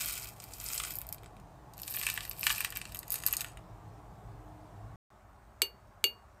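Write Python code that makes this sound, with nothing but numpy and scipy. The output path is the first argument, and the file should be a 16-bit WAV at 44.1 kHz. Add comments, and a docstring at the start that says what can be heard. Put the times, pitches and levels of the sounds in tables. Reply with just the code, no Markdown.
"""Clay beads clatter as a small plastic scoop digs through a tray of them, is shaken and tipped out.
Each collision is a snap of noise coloured by clay and plastic; loud clicks ride on a dense rattle.
After a lull and an instant of dead silence, two beads drop on a glazed dish: a crack, a ring and
a bump on the table. All is close, in a small room with low ventilation rumble, faint tones and hiss."""
import sys
import numpy as np
from scipy import signal
from scipy.io import wavfile
from scipy.ndimage import uniform_filter1d

SR = 44100
rng = np.random.default_rng(int(sys.argv[2]) if len(sys.argv) > 2 else 0)


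def materialize(psi):
    """Save the field psi as 16-bit PCM at rate SR to the path in sys.argv[1].

    A 1-D psi becomes a single channel; in a 2-D psi each row is a channel.
    """
    bounded = np.clip(np.atleast_2d(psi).T, -1, 1)
    quanta = np.round(bounded * 32767).astype(np.int16)
    wavfile.write(sys.argv[1], SR, quanta)


N = 282240

# the scoop's stirring gesture: time_s, level_db, brightness_db
STIRRING = [(0, -39.5, 0.5), (.1, -44, 0.5), (.28, -51.5, 0), (.32, -61, 4), (.39, -66, 0),
            (.43, -58.5, -1), (.5, -59.5, 1), (.55, -57, 3), (.74, -43, 2.5), (.92, -53, -0.5),
            (1.0, -67, -9), (1.25, -77, -5), (1.45, -98, -13), (1.7, -88, -12), (1.82, -63.5, 9),
            (1.95, -46.5, 9), (2.078, -43, -2), (2.22, -54.5, -0.5), (2.35, -63, 3), (2.47, -41, 4),
            (2.62, -45.5, -4), (2.72, -56.5, -3.5), (2.9, -60, -5), (3.04, -70.5, -3.5),
            (3.14, -48.5, -1.5), (3.228, -57, 0.5), (3.33, -48.5, -4), (3.47, -57.5, -6), (3.54, -70, -10),
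            (3.65, -87, -6)]
STAGE_CHANGES_S = (1.55, 2.93)  # the scoop leaves the heap, then tips
SILENCE_START_S, SILENCE_END_S = 4.959, 5.1035


def gain_of(db):
    return 10 ** (np.asarray(db) / 20)


def unit_rms(x):
    return x / np.sqrt(np.mean(x ** 2) + 1e-20)


def curve_at(points, hz):
    """Interpolate (frequency, value) points on a log-frequency axis."""
    point_hz, value = np.transpose(points)
    return np.interp(np.log(hz + 1), np.log(point_hz + 1), value)


def add(mix, start_s, sound):
    part = mix[round(start_s * SR):][:len(sound)]
    part += sound[:len(part)]


def ring(modes, length):
    """A struck body: one dying sine for each (pitch_hz, level_db, t60_s)."""
    hz, db, t60 = np.transpose(modes)[:, :, None]
    t = np.arange(length) / SR
    return (gain_of(db - 60 * t / t60) * np.sin(2 * np.pi * hz * t)).sum(0)


def minimum_phase(gain):
    """Impulse response with this spectrum that rings after the blow, never before."""
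    log_gain = np.log(gain + 1e-4)
    mirrored = np.r_[log_gain, log_gain[-2:0:-1]]
    return np.fft.ifft(np.exp(np.conj(signal.hilbert(mirrored)))).real


def drifting_noise(colour_db, patchy_db):
    """Coloured noise with patches of its spectrum swelling and fading."""
    real, imag, patches = rng.standard_normal((N // 1024 + 5, 2049, 3)).T
    patches = unit_rms(uniform_filter1d(uniform_filter1d(patches, 10, 0), 4, 1))
    spectra = (real + 1j * imag) * gain_of(colour_db[:, None] + patchy_db * patches)
    return unit_rms(signal.istft(spectra, nperseg=4096, noverlap=3072)[1][:N])


def room(x):
    """Reverb of a small room: sparse reflections whose treble dies first."""
    # decay of the room: freq_hz, t60_s
    decay = [(1000, 0.35), (3000, 0.13), (7000, 0.1), (13000, 0.12), (15500, 0.091)]
    taps = np.zeros(SR // 3)
    slots = np.arange(300, len(taps) - 20, 20)
    taps[slots + rng.integers(0, 20, len(slots))] = rng.choice([-1., 1.], len(slots))
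    hz, t, spectra = signal.stft(taps, SR, nperseg=256)
    tail = signal.istft(spectra * gain_of(-60 * t / curve_at(decay, hz)[:, None]), SR, nperseg=256)[1]
    return signal.fftconvolve(x, tail / np.linalg.norm(tail))[:N]


def ventilation():
    """Rumbling air with soft hums: swells slightly at first, then quieter and thinner after the silent gap."""
    # spectrum of the air before and after the silent gap: freq_hz, level_db
    colour_before_gap = [(22, -31), (38, -2.5), (54, -0.5), (75, -16), (109, -0.5), (207, -11), (237, -20),
                         (306, -11), (357, -16.5), (394, -13.5), (548, -18), (679, -9.5), (1110, -18),
                         (2100, -30.5), (4000, -46.5), (5200, -74.5), (8800, -120)]
    colour_after_gap = [(22, -31), (38, -7.5), (107, -7.5), (164, -17), (219, -10.5), (247, -22), (409, -15.5),
                        (478, -25.5), (616, -12), (910, -16.5), (1290, -18), (2320, -31.5), (4000, -52),
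                        (5200, -82.5), (8800, -120)]
    # hums of the room: pitch_hz, width_hz, boost_db
    hums = [(53.57, 20, 7.5), (100.8, 9.8, 6), (109.3, 2.2, 7.5), (146, 9.2, -1.5), (850, 15, 4),
            (1113, 11, 9.5)]
    hz, t = np.fft.rfftfreq(4096, 1 / SR), np.arange(N) / SR
    hums_db = sum(db / (1 + (2 * (hz - pitch) / width) ** 2) for pitch, width, db in hums)
    air_before_gap = drifting_noise(curve_at(colour_before_gap, hz) + hums_db, patchy_db=1.4)
    air_after_gap = drifting_noise(curve_at(colour_after_gap, hz) + hums_db, patchy_db=1.4)
    swell = gain_of(np.interp(t, (0, SILENCE_START_S), (-52, -50.5)))
    return np.where(t < SILENCE_START_S, swell * air_before_gap, gain_of(-58) * air_after_gap)


def faint_tones():
    """Thin low sines fade in and out during the lull."""
    # background tones: start_s, end_s, pitch_hz, level_db
    tones = [(3.55, 4.0, 318.5, -64), (4.199, 4.454, 401, -61.5), (4.32, 4.727, 306.4, -58.5),
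             (4.743, 4.916, 105.2, -47.5)]
    out = np.zeros(N)
    for start, end, hz, db in tones:
        t = np.arange(0, end - start, 1 / SR)
        add(out, start, gain_of(db) * np.sin(2 * np.pi * hz * t) * signal.windows.tukey(len(t), .4))
    return out


def dish_drops():
    """Beads hit the dish. Returns the blows (crack and table bump) and the ring of the glaze."""
    # beads landing: start_s, crack_db, thud_db
    drops = [(5.6188, -9, -24.5), (6.0412, -7.5, -24)]
    # modes of the dish: pitch_hz, first_bead_db, second_bead_db, t60_s
    dish_modes = [(2290, -30, -29, .035), (2455, -55, -50, .2), (2833, -29, -22, .15),
                  (2835, -54, -44, .33), (2886, -50, -46, .12), (3171, -62, -56, .2),
                  (3635, -35, -40, .025), (3640, -52, -58, .12), (4323, -51, -45, .1),
                  (4484, -26.5, -25.5, .13), (4486, -48, -46, .32), (4665, -46, -46, .07),
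                  (6227, -41, -44, .1), (6515, -42, -46, .04), (6750, -60, -52, .15), (8090, -60, -50, .12),
                  (8866, -56, -62, .12), (10700, -60, -56, .12), (12150, -60, -52, .14),
                  (12352, -51, -48, .167), (12790, -56, -57, .19), (13030, -56, -51, .17),
                  (13155, -36, -34, .15), (13225, -46, -43, .12), (13540, -47, -49, .11),
                  (14100, -48, -50, .16)]
    # spectrum of clay striking glaze: freq_hz, level_db
    crack_colour = [(470, -49), (800, -14.5), (1400, -18), (2000, -15.5), (2350, 5), (3500, 1.5),
                    (4770, -4), (5620, -15), (6300, -4.5), (6890, 3.5), (8430, -0.5), (9690, -16),
                    (10500, -6.5), (13100, 1), (15500, -18), (16500, -35.5)]
    # modes of the table under the dish: pitch_hz, level_db, t60_s
    table_modes = [(325, -6, .045), (385, -.5, .055), (480, -2.5, .045), (580, -7, .03)]
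    hz, t = np.fft.rfftfreq(512, 1 / SR), np.arange(512) / SR
    crack_body = minimum_phase(gain_of(curve_at(crack_colour, hz)))
    soft_attack = 1 - np.exp(-(np.arange(6000) / SR / 0.0087) ** 2)  # the table answers a little late
    thud = ring(table_modes, 6000) * soft_attack
    blows, glaze = np.zeros(N), np.zeros(N)
    for bead, (start, crack_db, thud_db) in enumerate(drops):
        modes = [(pitch, levels_db[bead], t60) for pitch, *levels_db, t60 in dish_modes]
        add(glaze, start, ring(modes, 16000))
        chatter = gain_of(-17.5) * rng.standard_normal(512) * gain_of(-60 * t / 0.022)
        chatter[12] += 1  # one hard contact
        crack = signal.fftconvolve(chatter, crack_body)
        add(blows, start, gain_of(crack_db) * crack / abs(crack).max())
        add(blows, start, gain_of(thud_db) * thud)
    return blows, glaze


def stirring_db(times_s):
    """Knock, clack and tick levels of the rattle; brightness lifts the ticks and lowers the knocks."""
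    at, level_db, brightness_db = np.transpose(STIRRING)
    tilt_db = np.outer((-0.37, 0, .9), np.interp(times_s, at, brightness_db))
    balance_db = np.c_[[-6, -1.5, -3]]
    return np.interp(times_s, at, level_db) + tilt_db + balance_db


def collision(stage, band):
    """One bead contact in one band (knock, clack or tick): a dry snap through clay and plastic."""
    # spectra of beads packed in the tray, shaken in the scoop and tipped back: freq_hz, level_db
    heap = [(530, -29), (900, -16.5), (1340, -2.5), (1750, -12), (2070, -4), (2570, -1), (2830, -10),
            (3110, -3.5), (3430, -7), (5100, -3), (5890, -8.5), (8980, 0), (10200, -4), (13500, 5.5),
            (16000, -5)]
    scoop = [(530, -41), (900, -15.5), (1170, -9.5), (1420, -14.5), (1700, -5.5), (2140, -11.5), (2360, -3),
             (2690, -2), (3300, -9.5), (7060, -20), (8660, -11.5), (10100, -19), (12900, -6), (15400, -14),
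             (16000, -25)]
    spill = [(530, -47.5), (900, -16), (1170, -10), (2120, -13.5), (2690, -8.5), (3230, -16.5),
             (4740, -9.5), (5820, -18), (6560, -7), (7310, -18), (8660, -4), (9770, -16.5), (12300, -4.5),
             (15400, -12.5), (16000, -22.5)]
    # plastic and clay resonances, weighted anew at each contact: pitch_hz, boost_db, half_width_hz
    resonances = [(1210, 2.5, 240), (1260, -1, 120), (1902, 5, 84), (2430, 5, 33), (2730, 4, 180),
                  (3150, 2.5, 99), (3770, 4, 130), (4640, 1.5, 750), (6930, 4.5, 160), (7800, 6, 170),
                  (9040, 4, 130), (10650, 6.5, 110), (12500, -2.5, 90), (12800, 5.5, 200)]
    ringing = (0.67, 0.94, 1.6)[stage]  # how freely the beads ring in heap, scoop and spill
    low_hz, high_hz = ((600, 4000), (4000, 10000), (10000, 17000))[band]
    hz, t = np.fft.rfftfreq(1024, 1 / SR), np.arange(1024) / SR
    weights = ringing * (1 + .5 * rng.standard_normal(len(resonances)))
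    peaks_db = sum(weight * db / (1 + ((hz - pitch) / width) ** 2)
                   for weight, (pitch, db, width) in zip(weights, resonances))
    passband = 1 / (1 + (low_hz / (hz + 1)) ** 12) / (1 + (hz / high_hz) ** 12)
    body = minimum_phase(gain_of(curve_at((heap, scoop, spill)[stage], hz) + peaks_db) * passband)
    snap_t60 = (.008, .006, .005)[band] * gain_of(1.5 * rng.standard_normal())
    settling = gain_of((-13.5, -12.5, -20.5)[band] - 60 * t / 0.11)  # neighbours shift after the blow
    envelope = (gain_of(-60 * t / snap_t60) + settling) * (1 - np.exp(-t / 0.00013))
    snap = rng.standard_normal(1024) * envelope
    snap[6] += gain_of(8.5) * rng.choice([-1, 1])  # the hard first touch
    sound = signal.fftconvolve(snap, body)[:1024] * gain_of(-60 * t / 0.16)
    return sound / np.sqrt(uniform_filter1d(sound ** 2, size=66).max())  # loudest 1.5 ms at unit level


def bead_rattle(per_s=1400, spread_db=2.5, clump_s=.02, clump_db=2.5, variants=9):
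    """A bed of small random collisions that come in clumps, each sounding in all three bands."""
    hits = gain_of(spread_db * np.minimum(rng.exponential(1, N), 4))
    hits *= rng.random(N) < per_s / SR
    clumps = unit_rms(uniform_filter1d(rng.standard_normal(N), round(clump_s * SR)))
    hits = unit_rms(hits * gain_of(clump_db * clumps))
    out, t = np.zeros(N), np.arange(N) / SR
    grain_index = rng.integers(0, variants, N) + variants * np.searchsorted(STAGE_CHANGES_S, t)
    for band, level in enumerate(gain_of(stirring_db(t))):
        train = hits * level
        for k in range(3 * variants):
            grain = collision(stage=k // variants, band=band)
            out += signal.oaconvolve(train * (grain_index == k), grain / np.linalg.norm(grain))[:N]
    return out


def bead_clicks(strays_per_s=85, stray_lift_db=4, stray_spread_db=4):
    """Hard collisions that jump out of the rattle, plus random strays a little above it."""
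    # the loudest collisions: start_s, knock_db, clack_db, tick_db
    accents = [(.0068, -41, -47, -37), (.0589, -52, -46, -26.5), (.124, -48, -37, -33),
               (.1543, -52, -39, -37), (.2451, -59, -44, -36), (.288, -70, -42, -45),
               (.401, -50, -38.5, -48), (.4397, -56, -43, -40), (.536, -60, -38, -50),
               (.6002, -60, -37.5, -44), (.6623, -65, -35, -46), (.6867, -48, -32, -50),
               (.7333, -58, -32, -47), (.7786, -53.5, -29.5, -48), (.8004, -31, -30.5, -48),
               (.8363, -37, -31, -55), (.8492, -38.5, -33, -50), (.858, -52, -46, -42),
               (.867, -54, -55, -42), (.8833, -60, -50, -40), (.899, -60, -54, -40),
               (.907, -46, -37.5, -33.5), (.9224, -63, -56, -39), (.9377, -62, -56, -35),
               (.9456, -50, -47, -47), (.9548, -60, -45, -30), (.9603, -64, -53, -37),
               (.9645, -64, -48, -40), (.9694, -70, -53, -35), (.9865, -57, -45, -27),
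               (1.008, -56, -55, -44), (1.0156, -50, -46, -32.5), (1.0678, -64, -53, -39),
               (1.0897, -57, -44, -33.5), (1.1262, -49, -40, -29), (1.1451, -57, -53, -41),
               (1.1822, -55.5, -55, -70), (1.2335, -52.5, -58, -55), (1.2432, -54, -58, -63),
               (1.2599, -49.5, -52.5, -70), (1.3666, -56, -61, -67), (1.399, -64, -60, -64),
               (1.7363, -65, -51, -53), (1.7702, -70, -58, -52), (1.7792, -59, -49, -40),
               (1.7903, -55, -50, -51), (1.7987, -54, -47, -42), (1.818, -58, -47, -35),
               (1.8328, -50, -38.5, -39), (1.8786, -43, -33, -38), (1.902, -59, -50, -37),
               (1.9086, -64, -52, -31.5), (1.9457, -40, -54, -42), (1.9664, -57.5, -53, -24.5),
               (1.9713, -35, -45.5, -51), (2.014, -33, -40, -30), (2.0331, -34, -35, -42),
               (2.0666, -24.5, -28, -30), (2.0879, -32, -38, -36), (2.1, -30, -29, -27),
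               (2.1399, -49, -53, -28), (2.1625, -50, -46, -48), (2.176, -27.5, -35, -38),
               (2.2067, -36.5, -38, -46), (2.2513, -42, -40.5, -39), (2.2772, -49, -56, -42),
               (2.2954, -63.5, -53.5, -26), (2.3119, -40.5, -37.5, -37), (2.3323, -50, -55.5, -42),
               (2.3941, -59.5, -54, -32.5), (2.41, -68.5, -59, -30), (2.431, -28.5, -33, -36),
               (2.4382, -54, -31.5, -32), (2.452, -45, -50, -35), (2.4675, -19, -22.5, -23.5),
               (2.495, -33, -30, -44), (2.5022, -24, -29, -36), (2.511, -30, -32, -32),
               (2.527, -44, -43, -28), (2.5806, -35.5, -46, -32), (2.6057, -29.5, -33, -24.5),
               (2.647, -26, -28, -27), (2.7042, -62, -40, -35), (2.7235, -39.5, -43, -43),
               (2.7545, -55, -48, -37), (2.76, -39, -36, -46), (2.7711, -36, -35, -26),
               (2.815, -35, -38.5, -48), (2.8535, -41, -40, -53), (2.9213, -51, -46, -43),
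               (2.947, -40.5, -42.5, -32), (2.9577, -46.5, -52, -36), (2.9701, -68.5, -42, -38),
               (2.9903, -65, -40, -32.5), (3.0301, -46, -46.5, -50), (3.0803, -61.5, -46.5, -41),
               (3.1043, -65, -36, -24.5), (3.12, -46.5, -37.5, -26), (3.124, -53, -40, -25),
               (3.131, -49.5, -42, -32), (3.1415, -42, -33, -24), (3.1566, -41, -34, -35),
               (3.187, -57.5, -42.5, -42), (3.2364, -35, -39, -39), (3.255, -50.5, -46, -42.5),
               (3.2642, -39.5, -29, -15.5), (3.2742, -43.5, -29, -36), (3.2842, -37, -36.5, -29),
               (3.3094, -56, -40.5, -42), (3.327, -39, -34, -22), (3.3363, -30.5, -29.5, -42),
               (3.3677, -52, -26.5, -26), (3.3991, -51, -54, -49), (3.4075, -36.5, -31, -31),
               (3.4155, -39, -33.5, -32), (3.4453, -34, -41, -40), (3.4845, -61, -51, -58),
               (3.5719, -46, -51, -59)]
    slots_s = (np.arange(round(strays_per_s * STIRRING[-1][0])) + .5) / strays_per_s
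    jitter = rng.standard_normal((len(slots_s), 4))
    strays_s = abs(slots_s + jitter[:, 0] / strays_per_s)
    strays_db = stirring_db(strays_s).T + stray_lift_db + stray_spread_db * jitter[:, 1:]
    out = np.zeros(N)
    for start, *bands_db in [*accents, *np.c_[strays_s, strays_db]]:
        stage = np.searchsorted(STAGE_CHANGES_S, start)
        add(out, start, sum(gain_of(db) * collision(stage, band) for band, db in enumerate(bands_db)))
    return out


def scene():
    """Scooped beads and dish drops, close up with a touch of room, over the background; mono."""
    beads = bead_clicks() + bead_rattle()
    dulled = signal.lfilter(*signal.butter(1, 4500, fs=SR), beads)
    beads += 0.26 * np.roll(dulled, round(0.0034 * SR))  # echo off the tray wall
    blows, glaze = dish_drops()
    room_send = blows + gain_of(-5.5) * glaze  # the room echoes mostly the crack; the ring stays drier
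    drops = blows + glaze + gain_of(-15) * room(room_send)
    return (beads + gain_of(-14) * room(beads) + drops + ventilation() + faint_tones())[None]


def record(dry):
    """Add microphone hiss, roll off the bass, mute the silent gap and shelve down the top treble."""
    # spectrum of the microphone hiss: freq_hz, level_db
    hiss_colour = [(1470, -30.5), (2500, -5.5), (3260, -3.5), (3880, -2.5), (4450, -4.5), (8670, -4.5),
                   (10500, -11.5), (13300, -8), (15300, -10.5)]
    shelf_hz, shelf_db, cutoff_hz = 15600, -25, 16600
    t = np.arange(N) / SR
    hiss = drifting_noise(curve_at(hiss_colour, np.fft.rfftfreq(4096, 1 / SR)), patchy_db=2.5)
    hiss *= gain_of(np.where(t < SILENCE_START_S, -73, -76.5))
    heard = signal.sosfilt(signal.butter(4, 38, "highpass", fs=SR, output="sos"), dry + hiss)
    heard *= (t < SILENCE_START_S) | (t > SILENCE_END_S)
    below, whole = (signal.firwin(511, hz, window=("kaiser", 9), fs=SR) for hz in (shelf_hz, cutoff_hz))
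    shelf = below + gain_of(shelf_db) * (whole - below)
    return signal.oaconvolve(heard, shelf[None], "same")


dry = scene()
out = record(dry)
materialize(out)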